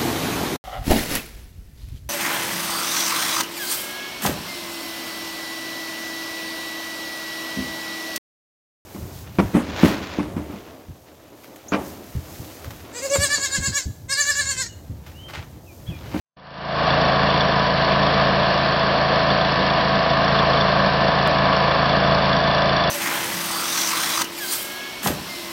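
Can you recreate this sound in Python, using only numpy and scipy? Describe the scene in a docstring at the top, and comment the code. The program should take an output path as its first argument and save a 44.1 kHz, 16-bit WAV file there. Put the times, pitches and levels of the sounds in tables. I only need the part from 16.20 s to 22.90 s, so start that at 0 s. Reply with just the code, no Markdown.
"""A stump grinder fades in outdoors, already at full throttle. Its V-twin fires in uneven pairs through
a muffler, the casing knocks, valves tick, shaft-driven parts whine, fan and cutter wheel add a gritty rush.
The rush lifts a little as the boom swings out over the stump, then eases as it swings back.
At about five seconds the sound skips once with a thin click; near the end a loose valve rattles harder."""
import sys
import numpy as np
from scipy import signal
from scipy.fft import rfft, irfft, next_fast_len
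from scipy.io import wavfile
from scipy.ndimage import map_coordinates

SR = 44100
rng = np.random.default_rng(int(sys.argv[2]) if len(sys.argv) > 2 else 0)


def generate_wav(signal):
    """Clip the signal to [-1, 1] and save it as 16-bit WAV at the path in sys.argv[1]."""
    frames = np.transpose(np.atleast_2d(signal))
    scaled = np.clip(frames, -1, 1) * 32767
    pcm = np.round(scaled).astype(np.int16)
    wavfile.write(sys.argv[1], SR, pcm)


N = 295470
SKIP_S = 5.075

# the two cylinders firing: place/cycle, level/dB
CYLINDER_BEATS = [(.595, 0), (.97, -.5)]
# valve strokes, the loose valve much the louder: place/cycle, level/dB
VALVE_BEATS = [(.42, 0), (.04, -9)]


def amp(db):
    return 10 ** (np.asarray(db) / 20)


def unit(x):
    """Normalise to an RMS of one."""
    return x / np.sqrt(np.mean(x ** 2) + 1e-20)


def eq_gain(points, hz):
    """Gain of an EQ curve drawn through (f/Hz, level/dB) points on a log frequency axis."""
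    f, db = np.transpose(points)
    return amp(np.interp(np.log(hz + 1), np.log(f + 1), db))


def automation(points):
    """One value per sample, ramping between (t/s, value) points."""
    return np.interp(np.arange(N) / SR, *np.transpose(points))


def wobble(rate):
    """A smooth random curve, rate knots a second."""
    coarse = np.arange(0, N + 64, 64)
    knots = rng.standard_normal(int(N * rate / SR) + 4)
    return np.interp(np.arange(N), coarse, map_coordinates(knots, [coarse * rate / SR]))


def filtered(x, response):
    """Filter x by a complex response, given as a function of frequency."""
    size = next_fast_len(N + SR // 2)
    return irfft(rfft(x, size) * response(np.fft.rfftfreq(size, 1 / SR)), size)[:N]


def ring_through(x, points, size=16384):
    """Minimum-phase EQ: the ring follows each hit."""
    cepstrum = irfft(np.log(eq_gain(points, np.fft.rfftfreq(size, 1 / SR))))
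    cepstrum[1:size // 2] *= 2
    cepstrum[size // 2 + 1:] = 0
    impulse_response = irfft(np.exp(rfft(cepstrum)))
    return signal.fftconvolve(x, impulse_response)[:N]


def strokes(cycle, place, scatter_db, jitter_s):
    """One impulse per engine cycle at the given place, uneven in strength and timing."""
    at = np.flatnonzero(np.diff(np.floor(cycle - place)) > 0)
    chance = rng.standard_normal((len(at), 2))
    at = np.clip(at + jitter_s * SR * chance[:, 0], 0, N).astype(int)
    return np.bincount(at, amp(scatter_db * chance[:, 1]), N + 1)[:N]


def surge(cycle, beats, lag, decay):
    """A sharp-attack envelope for each beat; lag and decay are in cycles."""
    return unit(sum(amp(db) * np.exp(-((cycle - place - lag) % 1) / decay) for place, db in beats))


def crank():
    """Four-stroke cycles turned so far: the governor hunts gently, and the beat slips back at the skip."""
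    cycle_hz, slip_cycles = 27.54, .353
    swing_hz, period_s, fastest_s = .074, 3.4, .28
    t = np.arange(N) / SR
    hunt = swing_hz * period_s / (2 * np.pi) * np.sin(2 * np.pi * (t - fastest_s) / period_s)
    return cycle_hz * t + hunt - slip_cycles * (t >= SKIP_S)


def rush(cycle):
    """A bed of fan air pulsing with the engine, with grit and chips flung by the cutter wheel."""
    # colour of the fan and cutter noise: f/Hz, level/dB
    rush_eq = [(30, -24), (110, -2), (220, 7.5), (360, 3.5), (600, 7.5), (830, 0), (1100, 5.5), (1400, -5),
               (1750, 6), (2050, -3), (3400, -0.5), (3750, -4), (4450, 1), (5400, -13.5)]
    chips_per_s = 700
    pulsing = 1 + .067 * surge(cycle, CYLINDER_BEATS, lag=-.25, decay=.28)
    air = rng.standard_normal(N) * pulsing * amp(.7 * wobble(25))
    grit = (rng.random(N) < chips_per_s / SR) * rng.standard_normal(N)
    return unit(filtered(unit(air) + amp(-8) * unit(grit), lambda hz: eq_gain(rush_eq, hz)))


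def whine(cycle):
    """Shaft-locked tones that swell at random and flutter as the machine shakes."""
    # hum and whine of flywheel, belt drive and cutter wheel: multiple of the cycle rate, level/dB
    partials = [(4.83, -43), (7.47, -44), (11.92, -46), (16, -43), (17, -42), (18, -40), (19, -39),
                (22, -32.5), (24, -28.2), (25, -30.3), (26, -38), (27, -32), (32, -35.3), (34, -39),
                (36, -29.6), (40, -32.5), (44, -38), (46, -41), (48, -44), (57, -41), (62, -36.7),
                (64, -36.5), (66, -43), (80, -48)]
    shaft = cycle + .00092 * wobble(22)
    tones = np.zeros(N)
    for multiple, db in partials:
        drift = rng.random() + .025 * wobble(2.454)
        swell = unit(amp(1.1 * wobble(2.107) + 1.4 * wobble(14)))
        tones += amp(db) * swell * unit(np.sin(2 * np.pi * (multiple * shaft + drift)))
    return tones


def rockers(cycle):
    """The rockers rasp briefly with every valve stroke."""
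    # bright colour of the rasp: f/Hz, level/dB
    rasp_eq = [(1500, -42), (2800, -11.5), (4000, -3.5), (4600, -5.5), (5000, 0), (5400, 1.5), (5700, -7.5)]
    envelope = surge(cycle, VALVE_BEATS, lag=0, decay=.15)
    bursts = rng.standard_normal(N) * envelope * amp(2.1 * wobble(40))
    return unit(filtered(bursts, lambda hz: eq_gain(rasp_eq, hz)))


def valves(cycle):
    """Each valve ticks once a cycle, never equally hard, and rings the cover with a varying colour."""
    # ring of the valve cover: f/Hz, level/dB, t60/s
    cover_modes = [(3010, -15, .02), (3430, 0, .045), (3510, -2.5, .04), (4150, -12, .03),
                   (4540, -5.5, .035), (5300, -14, .02), (5600, -8, .02)]
    # how hard the valves strike: t/s, level/dB
    rattle = [(0.6, -24.5), (1.4, -23.5), (2.6, -27.5), (3.8, -27), (4.3, -24.5), (4.8, -28), (5.5, -23),
              (6.6, -18)]
    # the hardest snaps of the loose valve: t/s, level/dB
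    snaps = [(1.2065, -11.5), (1.4704, -15), (3.1023, -14.5), (4.41, -12.5), (5.837, -18.5), (6.5281, -15),
             (6.565, -10.5)]
    snap_trim_db, mode_scatter_db = -4, 3.1
    blows = sum(amp(db) * strokes(cycle, place, scatter_db=3, jitter_s=.0004)
                for place, db in VALVE_BEATS)
    blows *= amp(automation(rattle))
    for s, db in snaps:
        blows[round(s * SR)] += amp(db + snap_trim_db)
    t = np.arange(SR // 16) / SR
    modes = np.array([amp(db - 60 * t / t60) * np.sin(2 * np.pi * hz * t) for hz, db, t60 in cover_modes])
    noise_decay = .27 * amp(-60 * t / .02)
    attack = 1 - np.exp(-t / .0011)
    ticks = np.zeros(N + len(t))
    for at in np.flatnonzero(blows):
        ring = amp(mode_scatter_db * rng.standard_normal(len(modes))) @ modes
        crack = noise_decay * rng.standard_normal(len(t))
        ticks[at:at + len(t)] += blows[at] * attack * (ring + crack)
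    return ticks[:N]


def exhaust(cycle):
    """Uneven pairs of puffs boom in the muffler; each cylinder burns a little differently every time."""
    # tone of an exhaust pulse after the muffler: f/Hz, level/dB
    muffler_eq = [(27, -36.5), (55, -12), (82, -13.5), (110, -16.5), (137, -5.5), (165, -7), (192, 1),
                  (220, -22), (247, -14.5), (275, -14.5), (330, -25.5), (480, -16), (800, -40.5),
                  (2500, -65.5)]
    puffs = sum(amp(db + .6 * wobble(4.3)) * strokes(cycle, place, scatter_db=1.22, jitter_s=.00022)
                for place, db in CYLINDER_BEATS)
    return unit(ring_through(puffs, muffler_eq))


def casing(cycle, knocks_per_cycle=14):
    """The engine's midrange body: shaft-timed knocks and combustion noise shake the same panels."""
    # casing and panel resonances: f/Hz, width/Hz, level/dB
    panel_modes = [(529, 160, -5), (659, 192, -2), (1023, 61, -2.5), (1134, 142, -5), (1574, 146, -7),
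                   (1690, 180, -9.5), (2306, 200, -17), (2790, 270, -18)]

    def panels(f):
        resonance = sum((-1) ** k * amp(db) * 1j * f * width / (hz * hz - f * f + 1j * f * width)
                        for k, (hz, width, db) in enumerate(panel_modes))
        return resonance / (1 + (380 / (f + 1)) ** 4)  # small panels radiate little bass

    places = (np.arange(knocks_per_cycle) + rng.random(knocks_per_cycle)) / knocks_per_cycle
    knocks = sum(amp(4.2 * wobble(2)) * strokes(cycle, place, scatter_db=2.5, jitter_s=.00011)
                 for place in places)
    roar = rng.standard_normal(N) * (1 + .17 * surge(cycle, CYLINDER_BEATS, lag=-.31, decay=.06))
    return unit(filtered(unit(knocks) + amp(4) * unit(roar), panels))


def scene():
    """Mix all layers on one crank; with the boom out, the rush lifts and the engine sits back a touch."""
    # fader for exhaust and casing as the machine swings: t/s, level/dB
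    engine_fader = [(0.7, -14), (1.05, -14), (1.5, -15.5), (2.0, -13.5), (2.4, -15.5), (3.0, -15),
                    (3.8, -15.5), (4.2, -13.5), (4.7, -15), (5.3, -14.5), (5.9, -13.5), (6.65, -15.5)]
    # the boom's sweep over the stump and back: t/s, position (0 near, 1 far)
    boom_sweep = [(.5, 0), (3.35, 1), (5.6, 0)]
    cycle = crank()
    engine_db = automation(engine_fader)
    boom_out = automation(boom_sweep)
    puffs = amp(engine_db - 8.5 - .7 * boom_out) * exhaust(cycle)
    body = amp(engine_db - 5.5 - .4 * boom_out) * casing(cycle)
    air = amp(-23 + 1.3 * boom_out) * rush(cycle)
    valve_train = valves(cycle) + amp(-35.5) * rockers(cycle)
    return (air + whine(cycle) + valve_train + puffs + body)[None]


def record(dry):
    """Fade in and cut the top end steeply; only the thin click of the skip reaches higher."""
    # opening fade: t/s, level/dB
    fade_in = [(0, -90), (.16, -80), (.17, -31), (.3, -23.5), (.45, -13.5), (.6, -4), (.7, -1.5)]
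    high_cut_hz, click_decay_s = 5600, .00006
    faded = dry[0] * amp(automation(fade_in))
    dull = filtered(faded, lambda hz: (hz < 6300) / np.sqrt(1 + (hz / high_cut_hz) ** 56))
    since_skip = (np.arange(N) - round(SKIP_S * SR)) / SR
    click = amp(-13) * (since_skip >= 0) * np.exp(-abs(since_skip) / click_decay_s)
    return filtered(dull + click, lambda hz: hz < 16000)[None]


dry = scene()
out = record(dry)
generate_wav(out)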